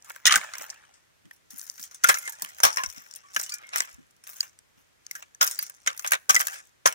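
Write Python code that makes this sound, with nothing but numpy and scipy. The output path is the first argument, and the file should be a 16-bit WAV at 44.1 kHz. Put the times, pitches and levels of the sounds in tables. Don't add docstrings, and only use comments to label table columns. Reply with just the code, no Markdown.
import sys
import numpy as np
from scipy import signal
from scipy.fft import rfft, irfft, next_fast_len
from scipy.io import wavfile
from scipy.ndimage import uniform_filter1d, minimum_filter1d, map_coordinates

SR = 44100
rng = np.random.default_rng(int(sys.argv[2]) if len(sys.argv) > 2 else 0)


def nominal_scale(level):
    x = np.asarray(level, float) / 20
    return 10 ** x


def wav_record(signal):
    frames = np.transpose(np.atleast_2d(signal))
    bounded = np.clip(frames, -1, 1)
    quanta = np.round(bounded * 32767).astype(np.int16)
    wavfile.write(sys.argv[1], SR, quanta)


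N = 306054


def read(points, hz):
    f, value = np.transpose(points)
    return np.interp(np.log(hz + 1), np.log(f + 1), value)


def add(mix, s, sound):
    part = mix[:, max(round(s * SR), 0):][:, :sound.shape[1]]
    part += sound[:, :part.shape[1]]


# f/Hz, level/dB
LEAN = [(2000, -0.5), (4400, 1), (8000, -0.5), (15000, 3)]
# f/Hz, likeness/1
OPPOSED = [(100, 0.88), (500, 1), (1500, 0.87), (4000, 0.16), (12000, 0.63)]


def ports(a, b, hz, likeness, lag_s):
    same = np.clip(read(likeness, hz), 0, 1)
    lean = nominal_scale(read(LEAN, hz) / 2)
    felt = 1 / (1 + (900 / (hz + 1)) ** 4)
    shifted = a * np.exp(-2j * np.pi * hz * lag_s * felt)
    right = -same * shifted + np.sqrt(1 - same ** 2) * b
    return np.array([a * lean, right / lean])


# f/Hz, level/(dB per Hz)
AIR = [(15, -36.5), (25, -13), (85, 1), (238, -6), (320, -5.5), (432, -5), (806, -9), (1870, -8),
       (4460, -15), (6340, -14.5), (15100, -24), (16400, -37)]
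# f/Hz, likeness/1
AIR_OPPOSED = [(60, 0.3), (400, 0.69), (1500, .2), (4000, .02)]


def air():
    level_db = -65.5
    hz = np.fft.rfftfreq(N, 1 / SR)
    noise = rfft(rng.standard_normal((2, N)))
    pair = irfft(ports(*noise, hz, AIR_OPPOSED, 0) * nominal_scale(read(AIR, hz)), N)
    return nominal_scale(level_db) * pair / pair.std()


# t/s, right port lag/ms
STANCE = [(0, 0.17), (.42, 0.28), (.52, 0.19), (2.05, 0.096), (2.15, 0.045), (2.4, 0.058), (2.85, 0.015),
          (3.36, 0.086), (3.65, 0.13), (3.76, 0.017), (4.4, 0.11), (5.1, 0.12), (5.42, 0.026), (5.6, 0.055),
          (6.4, 0.039), (6.85, 0.083)]


def stance_lag_s(t):
    return np.interp(t, *np.transpose(STANCE)) / 1000


# f/Hz, level/(dB per Hz)
ICE = [(120, -46.5), (280, -24), (550, -5), (1000, -3.5), (1700, 1), (2300, -4.5), (3500, -11), (4300, -16),
       (4800, -15), (5300, -9.5), (6400, -6), (7600, -11), (13500, -14.5), (14900, -6), (16200, -17.5)]
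SPLIT_HZ = [4200, 9000]


def ice_bands(size):
    hz = np.fft.rfftfreq(size, 1 / SR)
    above = [1 / (1 + (f / (hz + 1)) ** 14) for f in SPLIT_HZ]
    shares = np.array([above[0] - above[1], 1 - above[0], above[1]])
    log_gain = np.log(nominal_scale(read(ICE, hz)) * np.sqrt(abs(shares)) + 1e-5)
    circle = np.concatenate([log_gain, log_gain[:, -2:0:-1]], axis=1)
    minimum_phase = np.exp(np.conj(signal.hilbert(circle, axis=1)))
    return hz, minimum_phase[:, :len(hz)]


def fractures(size, per_s, spread_db):
    strength = nominal_scale(spread_db * np.minimum(rng.exponential(1, size), 4))
    strength *= rng.random(size) < per_s / SR
    return strength * rng.standard_normal((2, size))


# peak t/s, level/dB, loading/s, easing/s, wetness/dB
PRESSES = [(.106, -53, 0.19, 0.43, -0.5), (.265, -54, 0.02, 0.39, 23), (0.356, -25.5, 0.047, 0.077, 1),
           (.607, -49.5, 0.37, 0.47, 5), (1.334, -63.5, .06, 0.18, -8.5), (1.51, -50, 0.013, 0.37, -6.5),
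           (4.8, -62.5, .1, 0.12, -2.5), (1.581, -47.5, 0.092, 0.62, -11), (1.836, -50, 0.42, 0.1, -12.5),
           (2.048, -40, .012, 0.16, 14), (2.1, -36.5, 0.13, 0.46, -5.5), (2.442, -44, 0.13, 0.15, 1.5),
           (2.641, -29, 0.021, 0.17, 1), (2.8, -49.5, 1, 1, -0.5), (3.178, -51.5, 0.078, 0.052, 2.5),
           (3.389, -39.5, 0.13, 0.29, -4.5), (3.62, -69, 0.12, 0.6, 16.5), (3.784, -38.5, 0.11, 0.21, 2.5),
           (4.29, -49.5, 0.082, 0.83, -5.5), (5.169, -52.5, 0.2, 0.22, -1),
           (5.417, -30.5, 0.0091, 0.35, -6), (5.883, -41, 0.023, 0.094, 12), (6.039, -51, 0.33, 0.28, -5),
           (6.136, -34, 0.027, 0.046, 12), (6.303, -36.5, 0.014, 1, -1.5),
           (6.862, -39.5, 0.0084, 0.097, 13)]
LIFTS = [
    4.47,
    6.55,
]


def pressure_db(t):
    idle_db, swing_db, lift_db_per_s = -88.5, 30, 160
    dry_fizz_db, wet_dulls, fizz_drop = 4, 0.33, 2.2
    power = nominal_scale(2 * idle_db) * np.ones((3, len(t)))
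    for s, db, loading_s, easing_s, wet_db in PRESSES:
        drop_db = swing_db * np.where(t < s, (s - t) / abs(loading_s), (t - s) / abs(easing_s))
        drop_db = drop_db + lift_db_per_s * sum(np.maximum(t - lift, 0) for lift in LIFTS if lift > s)
        fizz_db = dry_fizz_db - wet_dulls * wet_db - fizz_drop * drop_db
        power = power + nominal_scale(2 * (db + np.array([-drop_db, wet_db - drop_db, fizz_db])))
    return 10 * np.log10(power)


def crunch():
    size = next_fast_len(N // 2 + 2048, real=True) * 2
    hz, t, out = np.fft.rfftfreq(size, 1 / SR), np.arange(N) / SR, 0
    bands = rfft(irfft(ice_bands(size=4096)[1]), size)
    clumps = uniform_filter1d(rng.standard_normal(size), size=130)
    clumps /= clumps.std()
    for band, level_db, clump_db in zip(bands, pressure_db(t), [4.0, 2.2, 4.5]):
        swarm = fractures(size, per_s=4500, spread_db=3.5) * nominal_scale(clump_db * clumps)
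        pair = irfft(ports(*rfft(swarm), hz, OPPOSED, 0) * band, size)[:, :N]
        loudness = np.sqrt(uniform_filter1d(pair.mean(0) ** 2, size=30000))
        out = out + pair / loudness * nominal_scale(level_db)
    trailing = (t - stance_lag_s(t)) * SR
    return np.array([out[0], map_coordinates(out[1], [trailing], order=3)])


def patchy(x, depth_db):
    z = signal.stft(x, nperseg=512)[2]
    patches = uniform_filter1d(rng.standard_normal(z.shape[1:]), size=2, axis=0)
    patches = uniform_filter1d(patches, size=5, axis=1)
    gain_db = depth_db * patches / patches.std() - 0.52 * depth_db ** 2
    return signal.istft(z * nominal_scale(gain_db), nperseg=512)[1][:, :N]


# t/s, sheet f/Hz, splinter f/Hz, bite level/dB, belly level/dB
PIECES = [(0.163, 1550, 7470, 3.5, 12.5), (0.2566, 1470, 6260, 12.5, 8), (0.267, 1990, 6600, 17.5, 1.5),
          (0.2741, 1890, 5370, 13, -6), (0.2966, 2240, 6150, 7.5, -7), (0.3107, 1194, 6300, 3.5, -15.5),
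          (0.3248, 1780, 7300, 5, -7.5), (0.342, 1460, 6300, 3, -2.5), (0.3594, 1787, 6640, 1, -9),
          (0.613, 1330, 6000, 2, 18), (2.042, 1437, 6330, -2, -3.5), (2.09, 1697, 5300, -3, 1.5),
          (2.1, 1550, 5300, -16, 4), (2.145, 1345, 5700, -5, -1.5), (2.4227, 1032, 8490, -4, 15),
          (2.6024, 950, 5680, -5, 6.5), (2.6351, 1603, 5500, 5.5, 11.5), (2.65, 1170, 5660, -4, 2),
          (2.7732, 2400, 5340, -14, 1), (3.3653, 1640, 5800, -0.5, -3), (3.3982, 1420, 5440, -0.5, 3.5),
          (3.7606, 2050, 5800, -3.5, 6.5), (3.8057, 2000, 6050, -7, -3), (4.408, 2156, 4670, 3.5, -22),
          (5.155, 1640, 6140, -5.5, -22.5), (5.4126, 1394, 5140, 1.5, 2.5), (5.4302, 1570, 5530, 4, 8.5),
          (5.8755, 1600, 6600, 0.5, -17), (6.1211, 1533, 4530, -4.5, -2), (6.2956, 1200, 6660, 1, 0.5),
          (6.3472, 1380, 6100, -8, 1), (6.4032, 1482, 6040, -5, 2.5), (6.8594, 1410, 6520, -2.5, 5.5)]


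def freed_pieces(s, hz):
    bite_hz, belly_hz = 3250, 950
    piece_hz = 1050 * 11 ** rng.random((9, 1))
    near_s, sheet_hz, splinter_hz, bite_db, belly_db = min(PIECES, key=lambda row: abs(row[0] - s))
    large = abs(near_s - s) < .005
    if large:
        piece_hz = np.concatenate([[[sheet_hz], [sheet_hz], [splinter_hz]], piece_hz[2:]])
    bite = np.exp(-(np.log((hz + 1) / bite_hz) / .25) ** 2)
    belly = 1 / (1 + (hz / belly_hz) ** 8)
    pole = np.pi * piece_hz / 19
    rings = (pole / (pole + 2j * np.pi * (hz - piece_hz))).sum(0)
    return (0.79 + rings * 1.1) * nominal_scale(large * (bite_db * bite + belly_db * belly))


def cracks(rows, fizz_db, size):
    lead = 300
    hz, bands = ice_bands(size)
    t, out = (np.arange(size) - lead) / SR, np.zeros((2, N))
    for s, db, sheet_db, t60 in rows:
        db = min(db, -3)
        swarm = fractures(size, per_s=20000, spread_db=1.5)
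        pieces = freed_pieces(s, hz)
        lag_s = stance_lag_s(s) + .02e-3 * rng.standard_normal()
        build_up = np.exp(np.minimum(t, 0) / (0.0003 + 0.007 * t60))
        snap = 1 + 1.9 * np.exp(-abs(t) / 0.0016 - t60 / 0.17)
        sound = 0
        for band, level_db, stretch in zip(bands, [db, db + sheet_db, db + fizz_db], [1.1, 1.5, .85]):
            decay = nominal_scale(-60 * np.maximum(t, 0) / abs(t60 * stretch))
            shape = build_up * snap * decay * (t < .07)
            spectra = ports(*rfft(swarm * shape), hz, OPPOSED, lag_s)
            pair = irfft(spectra * band * pieces, size)
            peak = uniform_filter1d(pair.mean(0) ** 2, size=100).max() ** .5
            sound = sound + nominal_scale(level_db) * pair / peak
        add(out, s - .0013 - lead / SR, sound)
    return out


# peak t/s, splinter level/dB, sheet level re splinter/dB, t60/s
SLABS = [(.1497, -57, 3.5, 0.021), (0.2566, -7.5, -8.5, 0.02), (0.2966, -37, 17, 0.041),
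         (0.3248, -13, -2, 0.016), (0.342, -28, 11, 0.03), (.538, -37, -0.5, 0.053),
         (0.613, -42.5, -0.5, 0.07), (.7024, -34.5, -23, 0.032), (.941, -59.5, -9, 0.2),
         (1.616, -37, -24.5, 0.012), (1.679, -49, -9, 0.069), (1.7004, -35, -28, 0.0029),
         (1.8293, -37.5, -24, 0.038), (2.0395, -21, -12, 0.071), (2.1, -19.5, 4.5, 0.012),
         (2.7303, -37.5, -28, 0.07), (2.862, -38.5, -25, 0.024), (2.89, -49, -20, 0.019),
         (2.9016, -39.5, -26, 0.019), (3.1399, -39.5, -36.5, 0.0044), (3.6925, -45.5, -13, 0.014),
         (3.735, -44.5, 6, 0.56), (3.8057, -20, -7.5, 0.019), (5.067, -38.5, -20, 0.0095),
         (6.4032, -27.5, -2, 0.062), (6.8594, -17, -1.5, 0.064), (6.8756, -22, -6.5, 0.032)]
PLATES = [(0.025, -53.5, -26.5, 0.0078), (.267, -11, -6.5, 0.076), (0.2736, 0.5, -3, 0.028),
          (0.3101, -29.5, 11.5, 0.16), (.435, -65, 30, 0.051), (1.256, -64.5, 4, 0.032),
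          (1.781, -47, -6, 0.086), (1.84, -38, -13.5, 0.12), (1.914, -47, -8, 0.15),
          (2.144, -26.5, -3, 0.066), (2.278, -35, -6, 0.069), (2.604, -31.5, -4, 0.04),
          (2.7834, -49, 17, 0.07), (3.113, -45, -21, 0.025), (3.3986, -31, -8.5, 0.058),
          (3.4365, -34, -35, 0.08), (3.4644, -39, -13, 0.069), (3.4957, -37, -16.5, 0.089),
          (3.524, -37, -28, 0.032), (3.5852, -46, -19, .022), (4.407, -25, -17.5, 0.033),
          (4.5908, -48.5, -13, .011), (5.349, -49.5, -22, 0.019), (5.413, -20.5, -2.5, 0.099),
          (5.8757, -21, -2, 0.036), (6.3474, -19.5, -10, 0.081), (6.3546, -14, -14, 0.0055),
          (6.5392, -47.5, -1, 0.32)]
PANES = [(0.105, -52, 13.5, 0.029), (0.3592, -3, -2.5, 0.012), (1.596, -38.5, -18, 0.026),
         (1.7974, -44, -10, 0.061), (1.947, -42, -16, 0.095), (2.073, -33, -19, 0.084),
         (2.092, -17.5, -2, 0.04), (2.2552, -43.5, -14, 0.22), (2.773, -30.5, 2.5, 0.079),
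         (2.8375, -34, 0.5, 0.059), (2.9638, -51.5, -4, 0.23), (3.3649, -25.5, 2.5, 0.035),
         (3.541, -32, -19, 0.065), (3.7835, -27, -29, 0.061), (3.821, -38, -4.5, 0.038),
         (5.154, -41, 1, 0.061), (5.2262, -45, 0, 0.034), (5.5924, -43.5, 7.5, 0.049),
         (5.614, -42.5, -28, 0.25), (5.667, -42.5, -20, 0.074), (5.8648, -41, 3.5, 0.088),
         (6.1353, -26, 2, 0.045), (6.365, -22, -4.5, 0.02)]
NEEDLES = [(0.3764, -33.5, 4, 0.031), (0.5836, -37, -29, 0.034), (0.623, -40, -13, 0.041),
           (1.507, -48, -17, 0.081), (2.0435, -8, 1.5, 0.02), (2.0917, -19, 2, 0.079),
           (2.3238, -44.5, -12, 0.1), (2.586, -48, -3, 0.089), (2.6356, -10, -3.5, 0.057),
           (2.762, -41, -6, 0.047), (3.348, -42, -35, 0.15), (3.415, -33.5, -28, 0.024),
           (3.761, -27, -1, 0.055), (4.24, -51.5, -6.5, 0.073), (4.361, -54.5, -6, 0.41),
           (4.431, -45, 0.5, 0.1), (5.113, -37.5, -25, 0.027), (5.4305, -23.5, -8, 0.03),
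           (5.4773, -27, -12, 0.028), (5.5132, -32, -18, 0.092), (5.6273, -40, -7, 0.051),
           (5.9958, -36.5, -7, 0.041), (6.0475, -47.5, 16.5, 0.1), (6.076, -31.5, -11, 0.053),
           (6.2962, 0.5, -3.5, 0.025), (6.484, -34.5, -0.5, 0.029), (6.9265, -38, -2.5, 0.036)]
SKIN = [(0.1, -44.5, -7, 0.021), (0.163, -51.5, 12, 0.013), (1.312, -61, 10.5, 0.021),
        (1.5222, -58, -5.5, 0.029), (2.174, -43, 0, 0.032), (2.187, -37.5, -23, 0.044),
        (2.297, -39.5, -26, 0.033), (2.423, -30, -12.5, 0.048), (2.449, -40, 4, 0.01),
        (2.652, -24.5, 3.5, 0.1), (3.1613, -43.5, -41, 0.034), (4.275, -45, -5, 0.016),
        (5.4687, -31, -10.5, 0.056), (5.699, -46.5, -5.5, 0.039), (5.9777, -42.5, -14, 0.029),
        (6.11, -39.5, -6.5, 0.046), (6.121, -25.5, 4.5, 0.073), (6.396, -33, -14, 0.057),
        (6.4105, -28.5, -6.5, 0.036), (6.4716, -30, -10.5, 0.034), (6.8644, -29.5, -20.5, 0.12)]
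FIZZ_DB = [-15.5, -8.5, -5, 0.5, 5]


def breaking_ice():
    kinds = zip([SLABS, PLATES, PANES, NEEDLES, SKIN], FIZZ_DB)
    return sum(cracks(rows, fizz_db, size=3456) for rows, fizz_db in kinds)


def trees(x):
    t = np.arange(SR // 2) / SR
    taps = rng.standard_normal((2, len(t))) * (rng.random((2, len(t))) < .05)
    taps *= nominal_scale(-60 * t / 0.52) * (t > .006)
    return signal.fftconvolve(x, taps / np.linalg.norm(taps[0]), axes=1)[:, :N]


# t/s, splinter level/dB, sheet level re splinter/dB, t60/s
TICKS = [(.0476, -51.5, -9, 0.1), (.2875, -37, 9, 0.019), (.3331, -28, -5.5, .019), (.415, -47, 14, 0.033),
         (.443, -45.5, -2, 0.036), (.5186, -65, -0.5, 0.033), (.5544, -43.5, 4, 0.028),
         (.6665, -55, -5.5, .025), (.7445, -56, -14, 0.039), (2.0885, -20.5, -5.5, 0.096),
         (2.2255, -49, -19, 0.031), (2.549, -52, -11, 0.023), (2.9274, -49, -8, .025),
         (2.9827, -48, -18, .025), (3.171, -58, -22, .02), (3.309, -61.5, -17, 0.017),
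         (4.2705, -51, 1, 0.014), (4.293, -53, 3.5, 0.028), (4.3114, -53, -9, 0.017),
         (5.5, -51.5, -13.5, 0.013), (5.548, -42, -16, 0.03), (5.819, -61.5, -7, 0.026),
         (5.931, -53, -3, 0.022), (6.025, -49, -12.5, .016), (6.0648, -36, -2, 0.028),
         (6.1434, -33, -1, 0.025), (6.1528, -37, -1, .023), (6.3068, -21, -4, 0.048),
         (6.3795, -46, -3.5, .016), (6.417, -31.5, 1, 0.031), (6.4565, -55, -17, 0.016),
         (6.5221, -47, -13.5, 0.017), (6.5895, -51, -13.5, 0.029)]


def ticks():
    return cracks(TICKS, -2.5, size=2048)


# t/s, knock level/dB
THUDS = [(0.27, -41), (.351, -34), (0.589, -47), (1.245, -46.5), (1.529, -42.5), (1.79, -48), (2.078, -31),
         (2.422, -40.5), (2.637, -32), (2.829, -41), (2.968, -39.5), (3.362, -42), (3.79, -52),
         (3.979, -41.5), (4.77, -54.5), (5.41, -40), (5.867, -67), (6.123, -60), (6.292, -34.5),
         (6.348, -43), (6.856, -37)]


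def thuds():
    out, t = np.zeros((2, N)), np.arange(16000) / SR
    for s, knock_db in THUDS:
        ground_db = -32.5 + 0.94 * knock_db
        layers = [(ground_db, [50, 140], .22, .015), (knock_db, [140, 300], .11, .004)]
        for db, band_hz, t60, rise_s in layers:
            low = signal.butter(3, band_hz, "band", fs=SR, output="sos")
            shape = nominal_scale(-60 * t / t60) * (1 - np.exp(-t / rise_s))
            a, b = signal.sosfilt(low, rng.standard_normal((2, len(t))) * shape)
            pair = np.array([a + 0.1 * b, -a + 0.16 * b])
            add(out, s, nominal_scale(db - 1.0) * pair / abs(a).max())
    return out


# t/s, level/dB
JOLTS = [
    (0.274, -54),
    (0.356, -56),
    (2.635, -46),
    (2.876, -58),
    (3.94, -65.5),
]


def jolts():
    out, t = np.zeros((2, N)), np.arange(3000) / SR
    push = np.sin(2 * np.pi * 62 * t) * (t / 0.0042) * np.exp(1 - t / 0.0093)
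    for s, db in JOLTS:
        add(out, s - .004, nominal_scale(db) * np.array([3.3 * push, -3.1 * push]))
    return out


# t/s, peak level/dB
SPECKS = [(.6844, -40), (1.5444, -47), (1.5605, -35), (1.6064, -35), (1.6424, -45), (1.667, -31),
          (1.7134, -41), (1.812, -33), (2.397, -36), (2.489, -33), (2.5017, -37), (3.088, -49),
          (3.1514, -33), (3.335, -34), (3.6698, -40), (3.774, -15), (3.853, -34), (3.899, -38),
          (3.9134, -41), (3.928, -39), (3.944, -37.5), (3.965, -49.5), (4.0676, -55), (4.1092, -46.5),
          (4.1654, -49.5), (5.748, -41), (5.7663, -44), (6.6467, -51), (6.654, -45), (6.6713, -43.5),
          (6.693, -49.5)]


def specks():
    level_db, sheet_db, t60 = -17, -20, 0.043
    rows = [(s + 0.0009, db + level_db, sheet_db, t60) for s, db in SPECKS]
    return cracks(rows, -1.5, size=1024)


# t/s, f/Hz, level/dB, t60/s
SHARDS = [(1.311, 1830, -41, 0.028), (2.188, 10530, -23, 0.022), (2.289, 906, -51.5, 0.24),
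          (2.789, 1048, -32.5, 0.2), (3.234, 1137, -57, 0.39), (3.518, 1445, -51, 0.44),
          (3.52, 1714, -50.5, 0.27), (3.52, 2374, -42, 0.2), (3.634, 2154, -47, 0.25),
          (5.349, 1700, -59, 0.053), (5.589, 14800, -10.5, 0.0095), (5.589, 11140, -23.5, 0.025),
          (5.59, 4740, -23.5, 0.035), (5.626, 14800, -25, 0.031), (5.627, 11100, -28.5, 0.027),
          (5.697, 14850, -34, 0.019), (6.86, 493, -56, 0.39), (2.277, 1770, -37, 0.058),
          (6.362, 2007, -15, 0.057), (3.362, 1294, -21.5, 0.02), (3.365, 1710, -20.5, 0.028),
          (4.407, 4730, -8.5, 0.0079), (5.111, 2130, -25, 0.018), (2.225, 2090, -48, 0.27),
          (2.225, 1425, -51, 0.34), (2.255, 2080, -36.5, 0.12), (2.33, 1680, -47, 0.072),
          (2.15, 1392, -35.5, .1), (2.165, 2110, -33.5, 0.065), (2.17, 2410, -38, 0.07),
          (2.66, 898, -39, 0.33), (2.8, 1700, -32, 0.12), (3.46, 2940, -51.5, 0.23), (3.5, 1202, -54, 0.26),
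          (3.52, 4750, -35.5, 0.056), (3.162, 9640, -41, 0.032), (2.298, 12600, -30, 0.024)]


def shards():
    rattle_db = 3
    out, t = np.zeros((2, N)), np.arange(12000) / SR
    for s, hz, db, t60 in SHARDS:
        rattle = uniform_filter1d(rng.standard_normal((2, len(t))), size=260)
        rattle /= rattle.std()
        phase = 2 * np.pi * hz * t + 0.45 * rattle[0] + np.array([[0], [2.2]])
        level = nominal_scale(db + rattle_db * rattle[1] - 60 * t / t60) * (1 - np.exp(-t / 0.001))
        add(out, s, level * np.sin(phase) * 2)
    return signal.sosfilt(signal.butter(4, 380, "high", fs=SR, output="sos"), out)


# t/s, gain/1
GLASSY = [
    (2.6, 0.28),
    (2.7, 2.3),
    (3.2, 2),
    (3.4, 0.74),
]


def glassy(x):
    b, a = signal.iirpeak(5650, 9, fs=SR)
    gain = np.interp(np.arange(N) / SR, *np.transpose(GLASSY))
    return np.array([x[0] + gain * signal.lfilter(b, a, x[0]), x[1]])


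# t/s, left over right level/dB
SWAY = [(0.0, -2), (0.75, -1), (0.93, 6.5), (1.29, -8.5), (1.68, 8), (1.891, 1), (2.05, 3), (2.24, -3),
        (3.05, 3.5), (3.111, 5), (3.19, -0.5), (5.22, 0), (5.321, -1), (5.62, 0), (5.97, 0.5), (6.94, 1.5)]


def sway(x):
    left = nominal_scale(0.39 * np.interp(np.arange(N) / SR, *np.transpose(SWAY)) / 2)
    return x * np.array([left, 1 / left])


def scene():
    ice = breaking_ice()
    bed = patchy(crunch(), depth_db=4.5)
    underfoot = sway(glassy(bed + ice + ticks() + specks()))
    echo = nominal_scale(-30) * trees(ice)
    return air() + underfoot + echo + thuds() + jolts() + shards()


def top_cut(x):
    return signal.sosfilt(signal.butter(12, 16540, fs=SR, output="sos"), x)


def record(dry):
    edge_hz = 16030
    headroom = 1 / np.maximum(abs(dry).max(0), 1)
    limited = dry * uniform_filter1d(minimum_filter1d(headroom, size=129), size=64)
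    lowpass = signal.firwin(511, edge_hz, window=("kaiser", 8), fs=SR)
    banded = signal.oaconvolve(limited, lowpass[None], "same")
    return top_cut(banded)


dry = scene()
out = record(dry)
wav_record(out)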